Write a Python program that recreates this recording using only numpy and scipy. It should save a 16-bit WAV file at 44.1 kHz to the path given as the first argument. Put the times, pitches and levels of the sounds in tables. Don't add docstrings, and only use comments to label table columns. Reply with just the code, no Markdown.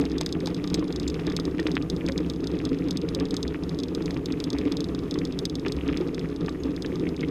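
import sys
import numpy as np
from scipy import signal
from scipy.fft import rfft, irfft
from scipy.io import wavfile
from scipy.ndimage import uniform_filter1d

SR = 44100
rng = np.random.default_rng(int(sys.argv[2]) if len(sys.argv) > 2 else 0)


def int16_out(signal):
    q = np.round(np.clip(np.atleast_2d(signal).T, -1, 1) * 32767)
    wavfile.write(sys.argv[1], SR, q.astype(np.int16))


def undo_db(level):
    steps = np.asarray(level, float) / 20
    return 10 ** steps


N = 321930

# (time [s], level [dB])
ROAD = [(0.0, -25), (0.04, -29.5), (0.77, -28), (4.63, -28.5), (4.67, -25.5), (4.7, -27), (5.85, -30),
        (5.9, -26.5), (6.89, -30), (7.08, -27), (7.14, -31), (7.3, -28.5)]
# (frequency [Hz], width [Hz], level [dB])
SWAY_MODES = [(43.6, 46, -3), (66.7, 14, -4)]
BOOM_MODES = [(112.3, 8.4, -7.5), (171.2, 17.5, 3.5)]
TUBE_MODES = [(228.2, 37, -5.5), (275, 33, 2), (303.1, 47.4, 5.5), (363, 35, -0.5), (412.3, 18.4, -2),
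              (449.2, 18.6, -9.5), (513, 22, -22)]
# (time [s], peak [dB], frequency [Hz])
BUMPS = [(-0.0042, -12, 275), (0.051, -22, 283), (0.56, -43, 289), (0.61, -48, 424), (0.741, -18.5, 297),
         (0.784, -16, 311), (0.824, -17.5, 326), (1.269, -16.5, 316), (1.397, -17, 275),
         (1.591, -18.5, 323), (1.654, -16, 311), (2.041, -20.5, 333), (2.2, -17, 303), (2.495, -24, 283),
         (2.535, -16.5, 311), (2.719, -17, 282), (2.872, -18.5, 275), (3.206, -17, 275), (4.008, -21, 317),
         (4.532, -19.5, 286), (4.659, -14.5, 289), (4.785, -18.5, 288), (5.661, -22, 389),
         (5.862, -22, 280), (6.003, -17.5, 355), (6.149, -25, 287), (6.653, -19, 275), (6.923, -24.5, 365),
         (7.028, -17.5, 307), (2.262, -23, 302), (3.035, -19, 306), (3.79, -21.5, 285), (3.92, -21.5, 309),
         (2.085, -25, 540), (3.16, -26.5, 529), (5.42, -24.5, 400), (.43, -27, 519)]
# (time [s], peak [dB], frequency [Hz])
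THUMPS = [(0.101, -26.5, 171), (0.189, -24.5, 161), (0.572, -29, 175), (0.66, -21.5, 175),
          (0.745, -26, 175), (0.983, -25, 156), (1.079, -25, 167), (1.235, -26, 166), (1.493, -30, 159),
          (1.704, -25, 170), (1.846, -25, 166), (2.047, -25, 178), (2.259, -23.5, 170.5), (2.543, -24, 178),
          (2.72, -23, 159.5), (2.891, -25.5, 181), (2.965, -26, 186), (3.44, -24, 178), (3.707, -22, 161.5),
          (3.85, -28, 180), (3.979, -23, 181.4), (4.093, -24, 176), (4.161, -26.5, 148), (4.289, -25, 172),
          (4.431, -27, 173), (4.667, -22, 182), (4.876, -31, 175), (5.004, -31, 161), (5.076, -30, 178),
          (5.198, -24.5, 165), (5.58, -26, 167), (5.751, -28, 168), (5.974, -24, 170), (6.948, -25, 163),
          (7.042, -22, 170), (7.177, -28, 150)]
# (time [s], peak [dB])
RUTS = [(.022, -29.5), (.13, -27), (.281, -29), (.93, -27), (1.03, -30), (1.269, -36), (1.839, -34),
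        (2.06, -26.5), (2.25, -33), (2.484, -32.5), (3.43, -29), (3.603, -29), (3.855, -35), (4.11, -32),
        (4.545, -30), (5.29, -35), (5.74, -25), (6.151, -34), (6.462, -30), (6.62, -29), (7.158, -32)]
# (frequency [Hz], density [dB/Hz])
HISS = [(350, -4), (560, 1.5), (700, -0.5), (900, -4.5), (1230, -6), (1500, -9), (3000, -14.5), (3500, -21),
        (5000, -21.5), (5750, -18), (6300, -20.5), (7500, -27), (10000, -29.5), (15300, -30.5)]
# (time [s], level [dB])
LOOSE_GRIT = [(0.0, -49.5), (0.47, -50.5), (1.2, -48.5), (1.95, -53), (3.5, -49), (3.8, -52), (4.65, -50),
              (4.8, -52), (5.53, -50.5), (6.06, -49), (6.34, -51.5), (7.3, -53)]
# (pitch [Hz], level [dB])
GRIT_SIZES = [(650, -6.0), (900, -10.5), (1300, -13.0), (1800, -10.5), (2400, -10.5), (3100, -10.0), (4600, -18)]
# (frequency [Hz], level [dB])
WHINE = [(10519, -80)]
# (time [s], peak [dB])
TICKS = [(0.0388, -45), (0.0528, -25), (0.0977, -35), (0.1161, -29), (0.1815, -22.5), (0.2106, -16.5),
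         (0.2615, -16), (0.2902, -31), (0.325, -19), (0.403, -29.5), (0.4583, -21.5), (0.5447, -24.5),
         (0.6404, -25.5), (0.6746, -25), (0.7003, -27.5), (0.7425, -13.5), (0.7934, -29.5),
         (0.925, -25.5), (0.9603, -22.5), (0.9981, -23.5), (1.0306, -30), (1.0764, -25),
         (1.0994, -25.5), (1.1423, -28), (1.267, -23.5), (1.2989, -28), (1.3212, -29), (1.3648, -16),
         (1.3982, -22), (1.4524, -24.5),
         (1.5816, -38), (1.5977, -24.5), (1.6705, -23.5), (1.7153, -24), (1.7528, -25), (1.766, -38),
               (1.8232, -29), (1.8992, -19), (1.9634, -30), (2.063, -25), (2.0858, -24.5), (2.12, -26.5),
               (2.1776, -19.5), (2.2985, -21), (2.3354, -33.5), (2.4412, -28.5), (2.471, -22), (2.515, -34),
               (2.5884, -30), (2.6516, -21), (2.6908, -32.5), (2.7864, -34.5), (2.8843, -30), (2.9083, -18),
               (2.971, -19.5), (3.0152, -29), (3.0877, -24), (3.1479, -17.5), (3.199, -23.5), (3.2537, -27),
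         (3.3075, -22), (3.3415, -26), (3.3663, -18), (3.4285, -18.5), (3.4782, -25), (3.6352, -30),
              (3.6928, -25.5), (3.7454, -35), (3.788, -23.5), (3.834, -22.5), (3.883, -32), (3.9486, -21.5),
              (4.058, -24.5), (4.107, -25.5), (4.1429, -33.5), (4.2579, -20.5), (4.3222, -24.5),
              (4.4013, -22.5), (4.44, -19.5), (4.5024, -21), (4.53, -24.5), (4.5846, -23.5), (4.6123, -40),
              (4.7203, -20.5), (4.7686, -21), (4.8049, -20.5), (4.8418, -24), (4.8865, -34), (4.948, -26.5),
              (4.9896, -30.5),
         (5.1098, -21), (5.1407, -25), (5.1874, -24.5), (5.2511, -22.5), (5.323, -30), (5.3891, -18.5),
             (5.453, -15.5), (5.497, -25), (5.5536, -22), (5.5956, -32), (5.662, -31.5), (5.6821, -24.5),
             (5.7209, -20), (5.7648, -33), (5.878, -29), (5.9716, -22.5), (6.145, -26), (6.1931, -27),
             (6.3613, -31.5), (6.4083, -34), (6.461, -31), (6.4923, -28.5), (6.6344, -28.5), (6.7632, -28),
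             (6.8218, -23), (6.8606, -27.5), (6.956, -29), (7.0893, -29.5), (7.1641, -31.5),
             (7.2073, -27.5),
         (0.0118, -27.5), (0.471, -19.5), (.7464, -21), (.7559, -35), (1.0793, -22), (0.88, -32),
           (1.196, -34), (6.6565, -43), (6.667, -43), (6.707, -40), (6.7163, -42), (9.4, -35),
           (2.2036, -38), (3.8, -27), (6.3, -39), (6.996, -33.5), (7.2844, -34.5), (4.0222, -31.5),
           (6.0099, -34)]
CHATTER = [.206, 0.232, .4852, .5021, 0.566, .5761, .8417, .877, 1.5117, 1.6286, 2.2626, 2.36, 2.4045,
           2.5529, 2.6134, 2.7301, 2.7447, 2.8406, 2.9276, 3.2851, 3.5394, 4.1725, 4.6523, 5.035, 5.2724,
           5.9263, 6.074, 6.0831, 6.2874, 6.525]
# (time [s], extra brightness [dB])
GLANCING = [(.0123, 6), (.2104, 12), (.7464, 7), (.9981, 8), (1.0762, 10), (1.0793, 25), (1.0993, 15),
            (2.0868, 17), (3.3418, 29), (5.662, -8), (6.0099, -8)]
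# (frequency [Hz], level [dB], t60 [s])
BAR_MODES = [(3475, -16, 0.037), (3900, -3, 0.0073), (5008, -16.5, 0.021), (3777, -19, 0.04),
             (6305, -9.5, 0.0096), (6978, 6, 0.0015), (7986, -14, 0.011), (9500, -14, 0.0018),
             (11770, -10.5, 0.0027), (12800, -26, 0.007), (14700, -28.5, 0.0032)]
# (time [s], peak [dB], frequency [Hz])
STONES = [(.264, -30, 1880), (.3526, -35, 1760), (.4083, -33.5, 2030), (.7457, -26, 2400),
          (1.143, -32, 2300), (1.389, -31, 1260), (1.5821, -29, 2350), (1.667, -9, 2500),
          (1.683, -29, 1880), (1.7674, -6.5, 1850), (1.7768, -19, 2300), (2.0129, -34, 2170),
          (2.0782, -28, 2410), (2.0966, -24, 1770), (2.6012, -26.5, 2330), (3.451, -33, 1950),
          (3.5444, -22, 1900), (4.0792, -27, 2180), (4.1058, -31, 2010), (4.1663, -26, 2390),
          (4.613, -29, 2320), (4.653, -31, 2310), (5.2155, -26.5, 2220), (5.809, -27.5, 2650),
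          (5.8866, -22.5, 2460), (5.891, -22, 2340), (5.9318, -25, 2370), (5.965, -27, 2270),
          (6.1798, -26.5, 2170), (6.2565, -33, 2060), (.349, -31, 2850), (.598, -35, 2260),
          (1.042, -36, 2800), (1.153, -34, 3000), (1.7539, -38, 1890), (2.2463, -33, 2820),
          (4.3036, -31, 2740), (4.4024, -33, 2460), (6.777, -33, 1950), (6.9197, -32, 2020),
          (7.144, -37, 2500), (7.194, -32.5, 3100), (7.247, -30, 2900), (2.0083, -31, 2940),
          (5.6605, -28, 2480)]
PEBBLES = [.0392, 1.317, 1.367, 1.377, 1.6279, 2.01, 2.017, 2.159, 2.1896, 2.821, 3.0848, 3.557, 4.339,
           4.5648, 4.5746, 4.6608, 5.453, 5.9278, 5.9792, 7.0531, 7.213]
# (time [s], peak [dB], frequency [Hz])
FLICKS = [(0.0613, -32, 2550), (0.0674, -39, 2780), (0.1391, -45, 2530), (0.1545, -41, 2000),
          (0.2307, -37, 2420), (0.294, -39, 2560), (1.0554, -44, 2890), (1.066, -36, 2400),
          (1.1664, -42, 2550), (1.6277, -32, 2200), (2.73, -35, 2450), (2.9057, -33, 3160),
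          (3.0214, -38, 2640), (3.1884, -35, 2480), (3.2655, -42, 2580), (5.6496, -28, 2200),
          (5.6972, -35, 2260), (5.7864, -33, 2460), (5.8124, -33, 3050), (5.8254, -46, 2320),
          (5.8346, -38, 2530), (5.8616, -40, 2830), (5.9426, -28, 2660), (6.0447, -43, 2950),
          (6.0911, -37, 2380), (6.2123, -37, 2770), (6.7414, -44, 2500), (7.0379, -37, 2260),
          (7.1776, -38, 2220)]
# (time [s], peak [dB], frequency [Hz], t60 [s])
KNOCKS = [(0.21, -20, 890, 0.024), (0.471, -25, 854, 0.043), (0.641, -27.5, 1193, 0.047),
          (0.824, -28.5, 1060, 0.037), (1.193, -24, 1230, 0.014), (1.273, -30, 1670, 0.036),
          (1.592, -19, 1845, 0.03), (2.085, -20.5, 2250, 0.017), (3.205, -27, 1140, 0.035),
          (4.005, -30.5, 956, 0.02), (5.156, -27, 1105, 0.032), (5.663, -19.5, 1246, 0.022),
          (6.015, -32, 830, 0.056), (6.482, -22, 1170, 0.039), (6.846, -26, 1760, 0.024),
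          (7.067, -26.5, 2180, 0.03), (7.229, -25.5, 2173, 0.043), (7.233, -27, 2094, 0.04),
          (1.387, -32, 1270, 0.033), (2.183, -36, 990, 0.034), (2.302, -38, 1210, 0.037),
          (2.613, -32, 880, .03), (2.885, -35.5, 950, 0.038), (3.341, -31, 1260, .035),
          (3.952, -35, 1230, .04), (5.716, -35, 1210, .04), (6.016, -37, 1200, 0.045),
          (6.68, -36, 1130, .04), (6.95, -36.5, 1205, .1), (1.825, -40, 1200, .12), (5.03, -40, 1196, .12),
          (2.09, -29, 900, .02)]
# (time [s], peak [dB], frequency [Hz],
# t60 [s])
CLIPS = [(.268, -54, 7480, 0.051), (.752, -43, 7800, 0.044), (6.49, -56, 7700, .09),
         (5.903, -48, 5100, .03), (.838, -56, 9600, .09), (1.08, -54, 12300, .03), (3.1, -60, 9600, 0.1),
         (6.6, -46, 6600, .05), (7.221, -64, 9700, .04), (1.124, -56, 6000, .03), (1.18, -64, 7500, .08),
         (6.947, -48, 6100, .025), (.229, -48, 5000, .03), (1.0795, -22, 7300, .015),
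         (7.052, -43, 6300, .012)]
DROPOUT_HZ = (13000, 13800, 14400, 14900)
DROPOUT_BELOW = (-2, -1.5, -1.1, -.5)

TUBE_DB, SWAY_DB, BOOM_DB, GRIT_DB = -1.5, -12, -5.5, 2
THUMP_DB, THUMP_T60_S = -1.5, 0.26
RUT_HZ, RUT_T60_S = 67.8, 0.55
LOAD_TOP = 1.47
DECK_TOP_HZ = 3800
TICK_DB, BRIGHT_DB, BRIGHT_PER_DB, DULLEST_DB = 2, -0.5, 1.08, -27
BOUNCE_S, BOUNCE_DB, BOUNCE_SPREAD_DB = 0.0097, -30, 3.5
CHATTER_DB, CHATTER_SPREAD_DB = -36, 2.5
CRACKLE_PER_S, CRACKLE_DB = 14, -45
COLOUR_SPREAD_DB, TILT_TOP_HZ = 1.5, 8500
EDGE_HZ, EDGE_PER_DB = 10500, 0.5
SCATTER = 0.043
PEBBLE_DB, PEBBLE_HZ, PEBBLE_SPREAD = -32.5, 2290, 0.078
FLICK_DB = 1.5
STONE_TURNS, TURNS_PER_DB, SHORTEST_TURNS = 0.47, 0.1043, 0.6
KNOCK_SNAP_DB, KNOCK_SNAP_RISE = 0.5, 0.77
TOP_HZ, DROPOUT_PER_S = 15150, 60


def curve(table, column):
    rows = np.array(table)
    return np.interp(np.arange(N) / SR, rows[:, 0], rows[:, column])


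def unit(x):
    return x / np.sqrt(np.mean(x ** 2))


def band(x, hz, width_hz):
    return signal.lfilter(*signal.iirpeak(hz, hz / width_hz, fs=SR), x)


def steep(x, hz, kind, order=4):
    return signal.sosfilt(signal.butter(order, hz, kind, fs=SR, output="sos"), x)


def ring(hz, t60_s, late_s=0., rise_s=1e-5, size=4096):
    t = np.maximum(np.arange(size) / SR - late_s, 0)
    decay = np.exp(-np.log(1000) * t / t60_s)
    return np.sin(2 * np.pi * hz * t) * decay * (1 - np.exp(-t / rise_s)) ** 2


def snap(hz, turns):
    t = np.arange(-128, 128) / SR
    return np.sin(2 * np.pi * hz * t) * np.exp(-(2 * hz * t / turns) ** 2)


def add(out, s, sound):
    i = int(s * SR)
    sound = sound[max(-i, 0):]
    i = max(i, 0)
    out[i:i + len(sound)] += sound[:len(out) - i]


def walk(rate_hz):
    hold = int(SR / rate_hz)
    steps = np.repeat(rng.standard_normal(N // hold + 1), hold)
    return unit(uniform_filter1d(steps, hold)[:N])


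def grit(rate_hz, spread_db):
    chance = rng.random((N, 2))
    size = undo_db(np.minimum(-spread_db * np.log(chance[:, 1] + 1e-9), 12))
    return (chance[:, 0] < rate_hz / SR) * size * rng.standard_normal(N)


def frame():
    push = grit(rate_hz=900, spread_db=1.5)
    push = np.append(push[-SR // 4:], push)
    out = np.zeros(N)
    for modes, part_db in ((TUBE_MODES, TUBE_DB), (SWAY_MODES, SWAY_DB), (BOOM_MODES, BOOM_DB)):
        part = 0
        for hz, width_hz, db in modes:
            mode = band(band(push, hz, 1.91 * width_hz), hz, 1.94 * width_hz)
            part = part + undo_db(db) * unit(mode)
        part = steep(part, 522, "low", order=10)[-N:]
        out += undo_db(curve(ROAD, column=1) + part_db) * unit(part)
    jolts = np.zeros(N + SR)
    for s, db, hz in BUMPS:
        jolt = ring(hz, 0.14, rise_s=0.00034) + 0.45 * ring(437, 0.084, rise_s=0.00073)
        add(jolts, s + .1, undo_db(db - 0.5) * jolt)
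    for s, db, hz in THUMPS:
        add(jolts, s + .095, undo_db(db + THUMP_DB) * ring(hz, THUMP_T60_S, rise_s=0.0053, size=8192))
    for s, db in RUTS:
        add(jolts, s + .09, undo_db(db) * ring(RUT_HZ, RUT_T60_S, rise_s=0.012, size=16384))
    return out + steep(jolts, 596, "low", order=8)[SR // 10:][:N]


def housing_hiss():
    hz = np.fft.rfftfreq(N, 1 / SR)
    table = np.array(HISS)
    colour = undo_db(np.interp(np.log(hz + 1), np.log(table[:, 0]), table[:, 1]))
    hiss = irfft(rfft(rng.standard_normal(N)) * colour, N)
    hiss /= np.std(steep(hiss, [700, 3000], "band"))
    return undo_db(-54 + 1.4 * walk(16)) * hiss


def gravel(shaking):
    load = unit(uniform_filter1d(np.abs(shaking), size=500)) ** 1.2
    load = np.minimum(load, LOAD_TOP)
    clumps = undo_db(curve(LOOSE_GRIT, column=1) + GRIT_DB + 1.1 * walk(25)) * load
    cracks = 0
    for pitch_hz, db in GRIT_SIZES:
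        burst = np.convolve(grit(rate_hz=300, spread_db=1.9), snap(pitch_hz, 1.23), "same")
        crumble = band(burst, pitch_hz, .12 * pitch_hz)
        burst = steep(burst, max(DECK_TOP_HZ, 1.3 * pitch_hz), "low", order=5)
        cracks = cracks + undo_db(db + 1.46 * walk(40)) * unit(unit(burst) + 0.59 * unit(crumble))
    deck = unit(band(cracks, 1180, 85))
    return clumps * (cracks + undo_db(-9.5) * deck)


def electronics():
    hz, db = WHINE[0]
    return undo_db(db + 3.0) * np.sin(2 * np.pi * hz * np.arange(N) / SR)


def contacts():
    s, db = np.array(TICKS).T
    luck = rng.standard_normal((2, len(s)))
    bounce_s = s + BOUNCE_S * (1 + 0.1 * luck[0])
    bounce_db = db + TICK_DB + BOUNCE_DB + BOUNCE_SPREAD_DB * luck[1]
    faint_db = CHATTER_DB + CHATTER_SPREAD_DB * np.clip(rng.standard_normal(len(CHATTER)), -1, 1)
    brush = rng.random((2, int(CRACKLE_PER_S * N / SR)))
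    s = np.concatenate([s, bounce_s, CHATTER, brush[0] * N / SR])
    db = np.concatenate([db + TICK_DB, bounce_db, faint_db, CRACKLE_DB - 5 * brush[1]])
    bright_db = np.maximum(BRIGHT_DB + BRIGHT_PER_DB * db, DULLEST_DB)
    for at_s, extra_db in GLANCING:
        bright_db[np.argmin(np.abs(s - at_s))] += extra_db
    return np.array([s, db, bright_db]).T


def fitting():
    out = np.zeros(N)
    ticks = contacts()
    shakes = rng.standard_normal((len(ticks), 2, len(BAR_MODES)))
    scatter = rng.standard_normal((len(ticks), 512)) * np.exp(-np.arange(512) / (0.0036 * SR))
    blows = np.zeros(2048)
    add(blows, .00067, 0.2 * snap(4440, 4.4))
    add(blows, .0014, 1.32 * snap(4740, 2.05))
    for (s, db, bright_db), (shake, bend), tail in zip(ticks, shakes, scatter):
        tick = blows.copy()
        for k, (hz, mode_db, t60_s) in enumerate(BAR_MODES):
            tilt_db = 0.46 * (bright_db + 16.5) * np.log2(min(hz, TILT_TOP_HZ) / 4500)
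            if hz > EDGE_HZ:
                tilt_db = EDGE_PER_DB * (db + 15.5)
            late_s = 0.002193 + 0.0014926 * np.sqrt(4000 / hz)
            size = min(int((late_s + t60_s) * SR), len(tick))
            mode = ring(hz + bend[k] / (6 * t60_s), t60_s, late_s, 0.00026, size)
            add(tick, 0, (-1) ** k * undo_db(mode_db + tilt_db + COLOUR_SPREAD_DB * shake[k]) * mode)
        echo = signal.fftconvolve(tick[100:260], tail)
        tick[140:] += SCATTER * echo[np.minimum(np.arange(1908), 670)]
        add(out, s - .0032, undo_db(db + 0.5) * tick / np.abs(tick).max())
    return steep(out, 3110, "high", order=10)


def light_stones():
    out = np.zeros(N)
    fade = np.exp(-np.arange(1024) / (0.0064 * SR))
    hits = STONES + [(s, db + FLICK_DB, hz) for s, db, hz in FLICKS]
    for s in PEBBLES:
        a, b = rng.standard_normal(2)
        hits = hits + [(s, PEBBLE_DB + 1.3 * a, PEBBLE_HZ * (1 + PEBBLE_SPREAD * b))]
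    for s, db, hz in hits:
        turns = max(STONE_TURNS - TURNS_PER_DB * (db + 15), SHORTEST_TURNS)
        add(out, s - .0019, undo_db(db + 1.0) * snap(hz, turns))
        scrape = steep(rng.standard_normal(1024) * fade, [900, 3500], "band", order=2)
        add(out, s, undo_db(db - 22) * scrape)
    return steep(out, DECK_TOP_HZ, "low", order=5)


def heavy_stones():
    out = np.zeros(N)
    fade = np.exp(-np.arange(1024) / (0.0064 * SR)) ** 1.34
    for s, db, hz, t60_s in KNOCKS:
        crush_hz = [0.65 * hz, min(2.86 * hz, 3100)]
        crush = steep(rng.standard_normal(1024) * fade, crush_hz, "band", order=3)
        add(out, s, undo_db(db + 0.5) * crush)
        add(out, s, undo_db(db + KNOCK_SNAP_DB) * snap(min(KNOCK_SNAP_RISE * hz, 2200), 0.49))
        add(out, s, undo_db(db - 1) * ring(hz, t60_s, rise_s=0.0017))
    return steep(out, DECK_TOP_HZ, "low", order=5)


def harness_clips():
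    out = np.zeros(N)
    for s, db, hz, t60_s in CLIPS:
        add(out, s, undo_db(db) * ring(hz, t60_s, rise_s=0.00077))
    return out


def scene():
    shaking = frame()
    ground = shaking + housing_hiss() + gravel(shaking) + electronics()
    return (ground + fitting() + light_stones() + heavy_stones() + harness_clips())[None]


def top_cut(x):
    return signal.sosfilt(signal.butter(12, 15890, fs=SR, output="sos"), x)


def record(dry):
    notched = dry - .85 * band(dry, 5770, 420)
    housed = steep(notched, TOP_HZ, "low", order=24)
    for hz, below in zip(DROPOUT_HZ, DROPOUT_BELOW):
        top = signal.sosfiltfilt(signal.butter(10, hz, "high", fs=SR, output="sos"), housed)
        quiet = uniform_filter1d(np.abs(top), size=256) < 2 * np.median(np.abs(top))
        lost = 1. * quiet * (walk(DROPOUT_PER_S) < below)
        housed = housed - top * uniform_filter1d(lost, size=128)
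    return top_cut(housed)


dry = scene()
out = record(dry)
int16_out(out)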